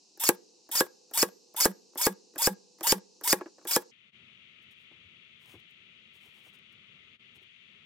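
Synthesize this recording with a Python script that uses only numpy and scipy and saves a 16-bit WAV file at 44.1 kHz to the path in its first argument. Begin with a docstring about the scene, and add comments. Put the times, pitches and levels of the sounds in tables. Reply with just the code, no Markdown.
"""Staple gun on a cork mat

A cordless electric staple gun fires nine staples into a cork mat on a table, close to the microphone.
In each cycle the trigger clicks, the motor whine spins up, the gears slow as they wind the spring,
and the striker bangs home: gliding tones and noise, then noise bursts and ringing modes.
Then fingers pick up the mat and turn it over: swelling rasps, ticks and soft bumps above a faint hiss."""
import sys
import numpy as np
from scipy import signal
from scipy.fft import rfft, irfft
from scipy.io import wavfile

SR = 44100
rng = np.random.default_rng(int(sys.argv[2]) if len(sys.argv) > 2 else 0)


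def store_wav(level_fs):
    """Save 16-bit WAV to argv[1]."""
    pcm = np.round(np.clip(np.atleast_2d(level_fs), -1, 1) * 32767)
    wavfile.write(sys.argv[1], SR, pcm.T.astype(np.int16))


N = 346185

# the nine shots: (release time [s], motor whine [dB], gears [dB], crack [dB], thump [dB],
# press that sets bass and after-hum [dB], latch slip [dB], spring ring [dB])
SHOTS = [(0.2897, 0.5, -3.5, 4, -1.5, -3, 0.4, -68), (0.806, 0.5, -1, 3.5, -2, -19.5, -0.3, -64),
         (1.2277, 2, -0.5, 2.7, -3, -0.5, -0.4, -61), (1.6551, 6, 0.6, 3, -0.8, 10, -2, -63),
         (2.0663, 5.5, -2, 1.4, -2, 8.5, 3, -76), (2.4713, 7.5, 0.3, 2.2, -3.5, 12, 0.5, -75.5),
         (2.922, 11, 1, 2.7, -3, 10, -6, -83), (3.3283, 6, -0.5, 3, -2.5, 2.2, -3, -77),
         (3.763, -4, -2.2, 4.5, -4, -12.5, -3, -77)]
# overtones of the gear tooth rate, in order: (multiple, level [dB])
TOOTH_OVERTONES = [(1, -17), (2, -1), (3, -4), (4, -15), (5, -14.5), (6, -16.5)]
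# metal clicks as the cam engages, the pawl drags, the striker leaves and lands, the motor stops:
# (time from release [s], level [dB], decay [s], treble tilt [dB per octave])
METAL_CLICKS = [(-.0528, -25, 0.0027, 0), (-.006, -25.5, 0.0013, 1), (-.0005, -15.5, .0012, 2),
                (.0006, -14.5, .0008, -2.5), (.059, -51, .004, -7)]
# ringing modes of gun housing and table: (frequency [Hz], level [dB], longest 60 dB decay [s])
BODY_MODES = [(194, -46, .15), (285, -31.5, .04), (358.5, -24.5, 0.11), (447, -26, .04), (508, -23.5, .075),
              (523.2, -28, 0.034), (845, -22, 0.072), (960, -28, 0.018), (1100, -29.5, 0.089),
              (1233, -32.5, 0.049), (1420, -34, 0.045), (1658, -22, 0.063), (1686, -29, 0.038),
              (1930, -44.5, 0.08), (1852, -41, .06), (2403.5, -44, .06), (3219, -42, .1)]
# plastic knocks of the trigger and of the nose set down: (time [s], level [dB], treble [dB])
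KNOCKS = [(0.174, -53.5, -5), (0.69, -46.5, -12), (1.112, -47.5, -3), (1.545, -46, -11.5), (1.956, -39, -7),
          (2.359, -35.5, -3.5), (2.809, -35.5, 0), (3.212, -41, -4), (3.41, -30.5, -23), (3.459, -41, -43),
          (3.583, -50, -18), (3.612, -54, -19), (3.652, -39, -3)]
# soft bumps of the mat in the hands: (time [s], level [dB], bass [dB])
MAT_BUMPS = [(4.909, -52, -12), (5.039, -75, 22), (5.473, -58, 7), (5.536, -44.5, 2.5), (6.259, -58, 3.5),
             (6.379, -60, -14.5), (6.459, -53, -11), (7.359, -57.5, 2.5), (7.409, -59.5, -8.5)]
# cork crumbs catching on the skin: (time [s], level [dB])
CRUMBS = [(4.7112, -61), (5.4585, -51), (5.494, -53.5), (5.5378, -59), (5.7094, -60), (6.261, -58),
          (6.4579, -63), (6.5365, -65), (6.5879, -59), (6.7251, -60), (7.358, -64)]
# fingers sliding on cork: (middle [s], length [s], level [dB])
STROKES = [(4.63, .025, -82), (4.72, .025, -75), (4.812, 0.074, -84), (5.424, .05, -77),
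           (5.512, 0.093, -67), (5.6, .016, -77.5), (5.705, .035, -83), (6.159, 0.0456, -73.5),
           (6.252, 0.095, -72.5), (6.375, 0.079, -74), (6.468, 0.0648, -70), (6.549, 0.03112, -71),
           (6.728, 0.02847, -82), (7.362, .028, -72.5), (7.428, 0.03027, -80.5)]
# colour of the motor brushes: (frequency [Hz], level [dB])
BRUSH_COLOUR = [(150, -49), (600, -23), (1500, -6.5), (2800, -8.5), (3500, 4.5), (4250, -14.5), (5200, -6),
                (7000, -4.5), (8200, -1), (12000, 3), (13700, 3.5), (16000, 0)]
# colour of grinding gears: (frequency [Hz], level [dB])
GRIND_COLOUR = [(100, -37.5), (400, -6.5), (1100, 1.5), (2000, -2), (3800, -4), (5000, 4), (7000, 1),
                (9500, -4.5), (11500, 3.5), (12600, -8.5), (13900, 7.5), (16000, -3)]
# colour of struck metal: (frequency [Hz], level [dB])
METAL_COLOUR = [(60, -62), (300, -13), (1500, 0.5), (3200, -7), (5400, -3), (6500, -1), (7800, 1),
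                (9000, -4.5), (10300, 1.5), (13500, -1.5), (16000, -3.5)]
# colour of the nose thumping the cork: (frequency [Hz], level [dB])
THUMP_COLOUR = [(25, -20.5), (100, -19.5), (180, -8.5), (320, -4), (500, 6), (680, -11.5), (920, 0),
                (1300, -17), (2200, -32), (6000, -61)]
# colour of knocking plastic, also used for the mat's pats: (frequency [Hz], level [dB])
PLASTIC_COLOUR = [(60, -50.5), (150, -26.5), (220, -6), (340, 12), (550, 1), (1000, -2), (1700, -10.5),
                  (3000, -25), (8000, -40.5)]
# colour of skin on cork: (frequency [Hz], level [dB])
SKIN_COLOUR = [(100, -9), (450, 1), (1000, 10.5), (2500, 4.5), (6000, 2), (9000, 2), (15000, 0.5)]
# colour of the high hiss: (frequency [Hz], level [dB])
HIGH_HISS_COLOUR = [(24, -94.5), (40, -59.5), (169, -12.5), (392, -4), (627, -17.5), (824, -13),
                    (1140, -22.5), (1260, -33.5), (2220, -34), (2580, -15.5), (3390, -23.5), (4030, -10),
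                    (5560, -7), (6950, -11), (15000, -53)]
# colour of the rumble: (frequency [Hz], level [dB])
RUMBLE_COLOUR = [(18, -62), (30, -42), (81, -8), (135, -3), (232, -2.5), (287, -14.5), (373, -9.5),
                 (888, -28.5), (1320, -12.5), (1500, -19.5), (1950, -35), (3300, -120)]
# colour of the lower hiss: (frequency [Hz], level [dB])
LOW_HISS_COLOUR = [(1000, -28.5), (1330, -13.5), (1580, -15), (2100, 1), (2700, 3.5), (3400, 1),
                   (4200, -13.5), (5300, -26.5), (6400, -25.5), (8500, -37), (15000, -48)]
# the gun's phase between the two microphone ports: (frequency [Hz], lead of the left [radians])
PORT_PHASE = [(0, -1), (2070, -0.55), (2330, 1), (2840, 1.07), (3360, 1.0), (4650, 1.35), (5430, 1.5),
              (5680, 6), (6290, 4), (6890, 5), (12300, 7.5), (13400, 6.5), (14100, 6.5), (16400, 9)]
# resonances of the gun's shell and steel magazine: (frequency [Hz], width [Hz], boost [dB])
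SHELL_BANDS = [(4586, 120, -0.5), (4840, 260, 6.5), (5380, 190, 8.5), (6590, 370, 5.5), (7040, 270, 3),
               (8040, 200, 9), (8210, 140, 4), (10264, 120, 3.5), (11613, 250, 5.5), (13570, 250, 0.5),
               (14228, 120, 6.5)]
# brief dips of the lower hiss and rumble: (time [s], depth [dB])
DIPS = [(4.118, -16.5), (7.182, -17.5)]

# top of the passband; no gear overtone sounds above it either
TOP_HZ = 15900
# a cycle's sound starts LEAD_S before the release and lasts CYCLE_S
LEAD_S, CYCLE_S = 0.12, 0.4
# times from release: motor switched on, cam takes up the spring, load peaks, motor stops
SWITCH_S, ENGAGE_S, PEAK_LOAD_S, STOP_S = -0.093, -0.0528, -0.0183, 0.06
# nominal motor whine and gear tooth rate at full speed
MOTOR_HZ, TOOTH_HZ = 984, 5200
# share of full speed reached at once, and share lost at peak load
KICK, SAG = 0.5, 0.571
# time constants of the motor's spin-up and run-down
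SPIN_UP_S, RUN_DOWN_S = 0.0105, 0.045
# the high hiss cross-fades to the lower one around this moment
CHANGE_S, CROSSFADE_S = 3.912, 0.015


def amp(db):
    """Decibels to gain."""
    return 10 ** (np.asarray(db) / 20)


def unit(x):
    """Scale to rms 1."""
    return x / np.sqrt(np.mean(x ** 2))


def across(points, size, tilt=0):
    """Read (Hz, value) points at the bins of a transform, with a slope per octave."""
    hz, value = np.transpose(points)
    octaves = np.log2(np.abs(hz) + 1)
    bins = np.log2(np.fft.rfftfreq(size, 1 / SR) + 1)
    return np.interp(bins, octaves, value + tilt * (octaves - octaves[-1]))


def noise(points, size, tilt=0):
    """Coloured noise of rms 1."""
    spectrum = rfft(rng.standard_normal(size)) * amp(across(points, size, tilt))
    return unit(irfft(spectrum, size))


def pulse(points, size, tilt=0):
    """The most compact causal pulse with a given spectrum, peak 1."""
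    cepstrum = irfft(np.log(amp(across(points, size, tilt))), size)
    # folding the cepstrum forward in time gives minimum phase
    cepstrum[1:size // 2] *= 2
    cepstrum[size // 2 + 1:] = 0
    y = irfft(np.exp(rfft(cepstrum)), size)
    return y / np.abs(y).max()


def fade(t, decay):
    """Sudden onset at t = 0, then exponential decay."""
    return (t >= 0) * np.exp(-np.abs(t) / decay)


def rise(t, length):
    """A straight ramp from 0 at t = 0 to 1 after the given length."""
    return np.clip(t / length, 0, 1)


def release(t, decay):
    """Hold at 1 until t = 0, then exponential decay."""
    return np.exp(-np.maximum(t, 0) / decay)


def add(track, s, sound):
    """Mix a sound into a track from time s on."""
    i = max(int(s * SR), 0)
    track[..., i:i + sound.shape[-1]] += sound[..., :track.shape[-1] - i]


def spread(make, likeness):
    """Two channels that share part of a random sound."""
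    share = np.clip(likeness, 0, 1)
    common = np.sqrt(share) * make()
    return common + np.sqrt(1 - share) * np.array([make(), make()])


def burst(points, envelope, tilt=0):
    """A rough contact force, following an envelope, heard through a material's colour."""
    colour = pulse(points, size=2048, tilt=tilt)
    force = envelope * rng.standard_normal(len(envelope))
    return signal.fftconvolve(force, colour / np.linalg.norm(colour))[:len(envelope)]


def echoes(x, colour, db, decay):
    """A fading cloud of reflections, different at each port."""
    t = np.arange(SR // 2) / SR
    cloud = [unit(burst(colour, fade(t - 0.0006, decay))) for _ in range(2)]
    cloud = np.array(cloud) / np.sqrt(len(t))
    return amp(db) * signal.fftconvolve(np.atleast_2d(x), cloud, axes=1)[:, :x.shape[-1]]


def afterwards():
    """0 during the work, 1 once the hiss has changed."""
    return rise(np.arange(N) / SR - CHANGE_S + CROSSFADE_S / 2, CROSSFADE_S)


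def high_hiss(db=-63):
    """A faint high hiss: coloured noise partly shared by the two channels."""
    return amp(db) * spread(lambda: noise(HIGH_HISS_COLOUR, N), likeness=0.54)


def low_hiss(db=-59, pan_db=5.0, lag=8):
    """A lower hiss, stronger on the left, where it lags by a few samples."""
    left, right = amp(db) * spread(lambda: noise(LOW_HISS_COLOUR, N), likeness=0.35)
    return np.array([amp(pan_db) * np.roll(left, lag), amp(-pan_db) * right])


def rumble(db=-69.5):
    """A soft rumble, nearly alike in both channels, whose level swells at random."""
    # the added last point holds the colour at -59 dB above 3 kHz
    colour = RUMBLE_COLOUR + [(3000, -59)]
    swell = amp(1.74 * noise([(1, 3), (6, -4), (20, -31), (100, -80)], N))
    return swell * amp(db) * spread(lambda: noise(colour, N), likeness=0.86)


def background(dip_width_s=0.014, weaker_db=-4):
    """High hiss during the work, then lower hiss and rumble, weaker until the first of brief dips."""
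    t, late = np.arange(N) / SR, afterwards()
    level_db = weaker_db * (t < DIPS[0][0])
    level_db = level_db + sum(db * np.exp(-((t - s) / dip_width_s) ** 2) for s, db in DIPS)
    return (1 - late) * high_hiss() + late * amp(level_db) * (low_hiss() + rumble())


def body(t, scatter_db=2, detune=0.007, cut_hz=150, max_cycles=120):
    """Housing and table ring, with the deep bass held back; every blow weights the modes differently."""
    ring = np.zeros(len(t))
    for hz, db, t60 in BODY_MODES:
        level_chance, pitch_chance = rng.standard_normal(2)
        # plastic is lossy: a mode fades by 60 dB within max_cycles
        decay = min(t60, max_cycles / hz) / np.log(1000)
        tone = np.sin(2 * np.pi * hz * (1 + detune * pitch_chance) * t)
        ring += amp(db + scatter_db * level_chance) * tone * fade(t, decay)
    return signal.sosfilt(signal.butter(2, cut_hz, "high", fs=SR, output="sos"), ring)


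def knock(t, treble_db):
    """Loose plastic parts meet in a few small contacts around one main one."""
    touches = sum(amp(-14.5) * fade(t - at, 0.0026) for at in rng.uniform(-0.029, 0.028, 4))
    tick = amp(treble_db) * burst(METAL_COLOUR, fade(t, 0.00081) + 0.3 * touches)
    plastic = amp(-1.0) * burst(PLASTIC_COLOUR, fade(t, 0.01) + touches)
    return plastic + amp(6) * body(t - 0.002) + tick


def trigger(t, db=-47, at_s=-0.115, decay=0.0011):
    """The trigger's switch gives a thin, high tick just before the motor starts."""
    colour = [(2000, -30), (6500, -22.5), (8500, -0.5), (16000, 0)]
    return amp(db) * burst(colour, fade(t - at_s, decay))


def speed(t):
    """Share of full speed: spin-up, one arch of sag as the cam winds the spring, run-down on release."""
    spin = 1 - (1 - KICK) * release(t - SWITCH_S, SPIN_UP_S)
    load = np.maximum(1 - ((t - PEAK_LOAD_S) / (PEAK_LOAD_S - ENGAGE_S)) ** 2, 0)
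    return np.clip(spin * (1 - SAG * load) * release(t, RUN_DOWN_S), 1e-3, 1)


def motor(t, whine_db, rough=0.18, tone_db=-40, tone_law=6.6, choke_s=0.003, brush_db=-31.0,
          brush_law=0.41, attack_s=0.003, brake_s=0.008, coast_db=-19, still_s=0.006):
    """Whine and brush fizz grow with speed; load chokes the whine, and the brushes coast to a stop."""
    v = speed(t)
    phase = 2 * np.pi * np.cumsum(MOTOR_HZ * v * (1 + 0.02 * rng.standard_normal())) / SR
    flutter = 1 + rough * noise([(30, -0.5), (200, -1), (800, -31.5)], len(t))
    whine = np.sqrt(2) * flutter * (np.sin(phase) + amp(-16.5) * np.sin(3 * phase))
    brushes = noise(BRUSH_COLOUR, len(t)) * (1 + 0.25 * np.sin(phase))
    # after the release the fizz drops to a quiet coast, until the motor stops
    power = release(t, brake_s) + amp(coast_db) * (t > 0) * release(t - STOP_S, still_s)
    whine_level = amp(tone_db + whine_db) * v ** tone_law * release(t - ENGAGE_S, choke_s)
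    brush_level = amp(brush_db) * v ** brush_law * power
    return rise(t - SWITCH_S, attack_s) * (whine_level * whine + brush_level * brushes)


def gears(t, rough=0.45, chatter_db=2.0, snag_rate=260, free_db=-42, free_law=5.0, loaded_db=-30,
          strain_db_per_s=110, grind_db=-32.5, bite_db=-31, bite_s=0.014, whine_stop_s=0.00083,
          grind_stop_s=0.003):
    """Free teeth sing faintly; loaded, they whine louder as the spring tightens, and grind and snag."""
    shake = [(30, -2.0), (300, -2.0), (1500, -33.0)]
    v = speed(t)
    wound_s = np.clip(t, ENGAGE_S, 0) - ENGAGE_S
    wobble = 0.015 * rng.standard_normal() + 0.0066 * noise(shake, len(t))
    hz = TOOTH_HZ * v * (1 + wobble)
    phase = 2 * np.pi * np.cumsum(hz) / SR
    whine = np.zeros(len(t))
    for k, (_, db) in enumerate(TOOTH_OVERTONES, 1):
        flutter = 1 + rough * noise(shake, len(t))
        whine += amp(db) * (k * hz < TOP_HZ) * np.sin(k * phase) * flutter
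    snag_starts = rng.random(len(t)) < snag_rate / SR
    snags = signal.fftconvolve(snag_starts, fade(t + LEAD_S, 0.0005))[:len(t)]
    chatter = unit(amp(chatter_db * noise(shake, len(t))))
    grind = noise(GRIND_COLOUR, len(t)) * (0.99 * chatter + 1.3 * snags)
    loaded = amp(loaded_db + strain_db_per_s * wound_s)
    free = amp(free_db) * v ** free_law * (t > SWITCH_S)
    singing = np.where(t > ENGAGE_S, loaded, free)
    # the grinding is hardest as the cam bites
    grinding = amp(grind_db) * (t > ENGAGE_S) + amp(bite_db) * fade(t - ENGAGE_S, bite_s)
    whine_part = singing * release(t + 0.0025, whine_stop_s) * whine
    return whine_part + grinding * release(t, grind_stop_s) * grind


def shell(x, trim_db=-1.5, grip_db=1.0):
    """Narrow shell bands make the gliding whine flare as it crosses; each new grip shifts the colour."""
    f = np.fft.rfftfreq(len(x), 1 / SR)
    boost_db = sum(db / (1 + (2 * (f - hz) / width) ** 2) for hz, width, db in SHELL_BANDS)
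    grid = np.linspace(1200, TOP_HZ, 80)
    ripple_db = grip_db * np.interp(f, grid, rng.standard_normal(len(grid)), left=0)
    return irfft(rfft(x) * amp(boost_db + ripple_db + trim_db), len(x))


def metal_clicks(t, scatter_db=1.97):
    """Metal parts meet in short rough bursts whose levels vary from shot to shot."""
    return sum(amp(db + scatter_db * rng.standard_normal()) * burst(METAL_COLOUR, fade(t - at, decay), tilt)
               for at, db, decay, tilt in METAL_CLICKS)


def latch_slip(t, db):
    """The latch slips just before the release: a short, bright metal burst."""
    return amp(db - 19) * burst(METAL_COLOUR, fade(t + 0.0127, 0.002), tilt=3.7)


def spring(t, hz=12550, second_hz=12320, decay=0.055):
    """The released steel spring sings on faintly in two close modes."""
    modes = np.sin(2 * np.pi * hz * t) + amp(-7.0) * np.sin(2 * np.pi * second_hz * t)
    return modes * fade(t, decay)


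def striker(t, press_db, deep_db=-41, deep_s=0.0011):
    """The staple goes in: the nose thumps the cork and bounces, and the housing rings and rattles."""
    y = amp(-8.5) * body(t - 0.0012) + amp(-3.0) * body(t - 0.0044)
    push = pulse(THUMP_COLOUR, size=2048)
    add(y, LEAD_S + 0.0018, -amp(-22.5) * push)
    add(y, LEAD_S + 0.004077, amp(-11.0) * push)
    add(y, LEAD_S + 0.0066, amp(-23.5 + 2.5 * rng.standard_normal()) * push)
    # a firmer press sends more bass into the table
    deep = amp(deep_db + 1.7 * press_db) * np.exp(-((t - 0.0048) / deep_s) ** 2)
    rattle = amp(-24.5) * burst(METAL_COLOUR, fade(t - 0.002, 0.0099), tilt=-0.61)
    rough_thump = amp(-25.5) * burst(THUMP_COLOUR, fade(t - 0.002, 0.014))
    return y + deep + rattle + rough_thump


def after_hum(t, hz=192, peak_s=0.048, width_s=0.02):
    """A low hum swells and dies while the motor runs down."""
    return np.sin(2 * np.pi * hz * t) * np.exp(-((t - peak_s) / width_s) ** 2)


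def ports(x, early_db=-9.0, early_s=0.0058):
    """Direct sound at the two ports, plus quick table and wall reflections drawn afresh for each sound."""
    # long waves reach both ports alike
    apart = across([(700, 0), (2000, 1)], len(x))
    turn = np.exp(0.5j * apart * across(PORT_PHASE, len(x)))
    direct = irfft(rfft(x) * np.array([turn, turn.conj()]), len(x))
    early = [(60, -13), (500, -12), (1100, -5), (2300, 5), (5000, 1), (8500, -4), (15000, -1)]
    return direct + echoes(x, early, early_db, early_s)


def stapler():
    """Nine firing cycles, and the plastic knocks around them."""
    out = np.zeros((2, N))
    t = np.arange(int(CYCLE_S * SR)) / SR - LEAD_S
    for s, whine_db, gear_db, crack_db, thump_db, press_db, latch_db, spring_db in SHOTS:
        drive = shell(motor(t, whine_db) + amp(gear_db) * gears(t)) + latch_slip(t, latch_db)
        blow = amp(crack_db) * metal_clicks(t) + amp(thump_db) * striker(t, press_db)
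        tail = amp(spring_db + 4.5) * spring(t) + amp(press_db - 45.5) * after_hum(t)
        add(out, s - LEAD_S, ports(trigger(t) + drive) + ports(blow + tail))
    for s, db, treble_db in KNOCKS:
        add(out, s - LEAD_S, ports(amp(db) * knock(t, treble_db)))
    return out


def room(x, tail_db=-28.5, tail_s=0.034, boom_db=-41, boom_s=0.13):
    """The small room adds a faint dry tail and a lingering low ring."""
    tail = [(60, -11), (150, -5), (500, 11.5), (2000, 12), (7000, -2.5), (15000, -14)]
    boom = [(110, -35.5), (185, -3.0), (280, -11.0), (420, -5), (490, 0), (600, -23.5),
            (800, -11), (1300, -27.5), (5000, -52), (15000, -74.5)]
    return x + echoes(x, tail, tail_db, tail_s) + echoes(x, boom, boom_db, boom_s)


def rasp(grain_db=2.5, rub_db=4.0):
    """Skin rasps over cork grains in strokes that swell and ebb."""
    clock = np.arange(N) / SR
    sliding = sum(amp(db) * np.exp(-(2 * (clock - s) / length) ** 2) for s, length, db in STROKES)
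    grains = unit(amp(grain_db * noise([(10, 2), (400, -8), (2000, -10)], N)))
    return burst(SKIN_COLOUR, amp(rub_db) * sliding * grains)


def mat_bump(t, bass_db):
    """The mat pats softly against the hands and flexes with a low, rough thud."""
    pat = burst(PLASTIC_COLOUR, fade(t, 0.014) - fade(t, 0.0038))
    flex_colour = [(25, -31), (85, 12.0), (160, 6), (500, -39), (2000, -72)]
    flex = burst(flex_colour, fade(t, 0.025) - fade(t, 0.004))
    return pat + amp(bass_db - 4.5) * flex


def hands():
    """Fingers rasp, crumbs tick and the mat bumps, a little stronger on the left."""
    t = np.arange(SR // 4) / SR
    out = rasp()
    for s, db in CRUMBS:
        add(out, s, amp(db - 5) * burst(SKIN_COLOUR, fade(t, 0.0026)))
    for s, db, bass_db in MAT_BUMPS:
        add(out, s, amp(db - 2.5) * mat_bump(t, bass_db))
    return out * amp(np.array([[1.5], [-1.5]]))


def scene():
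    """The stapler in a small room; when the hiss changes the scene changes, cutting off the stapler and its
    room's ring at once, and the hands take over."""
    return background() + (1 - afterwards()) * room(stapler()) + hands()


def record(dry):
    """The recorder cuts the top with a steep low-pass."""
    return signal.sosfilt(signal.ellip(10, 0.2, 70, TOP_HZ, fs=SR, output="sos"), dry)


dry = scene()
out = record(dry)
store_wav(out)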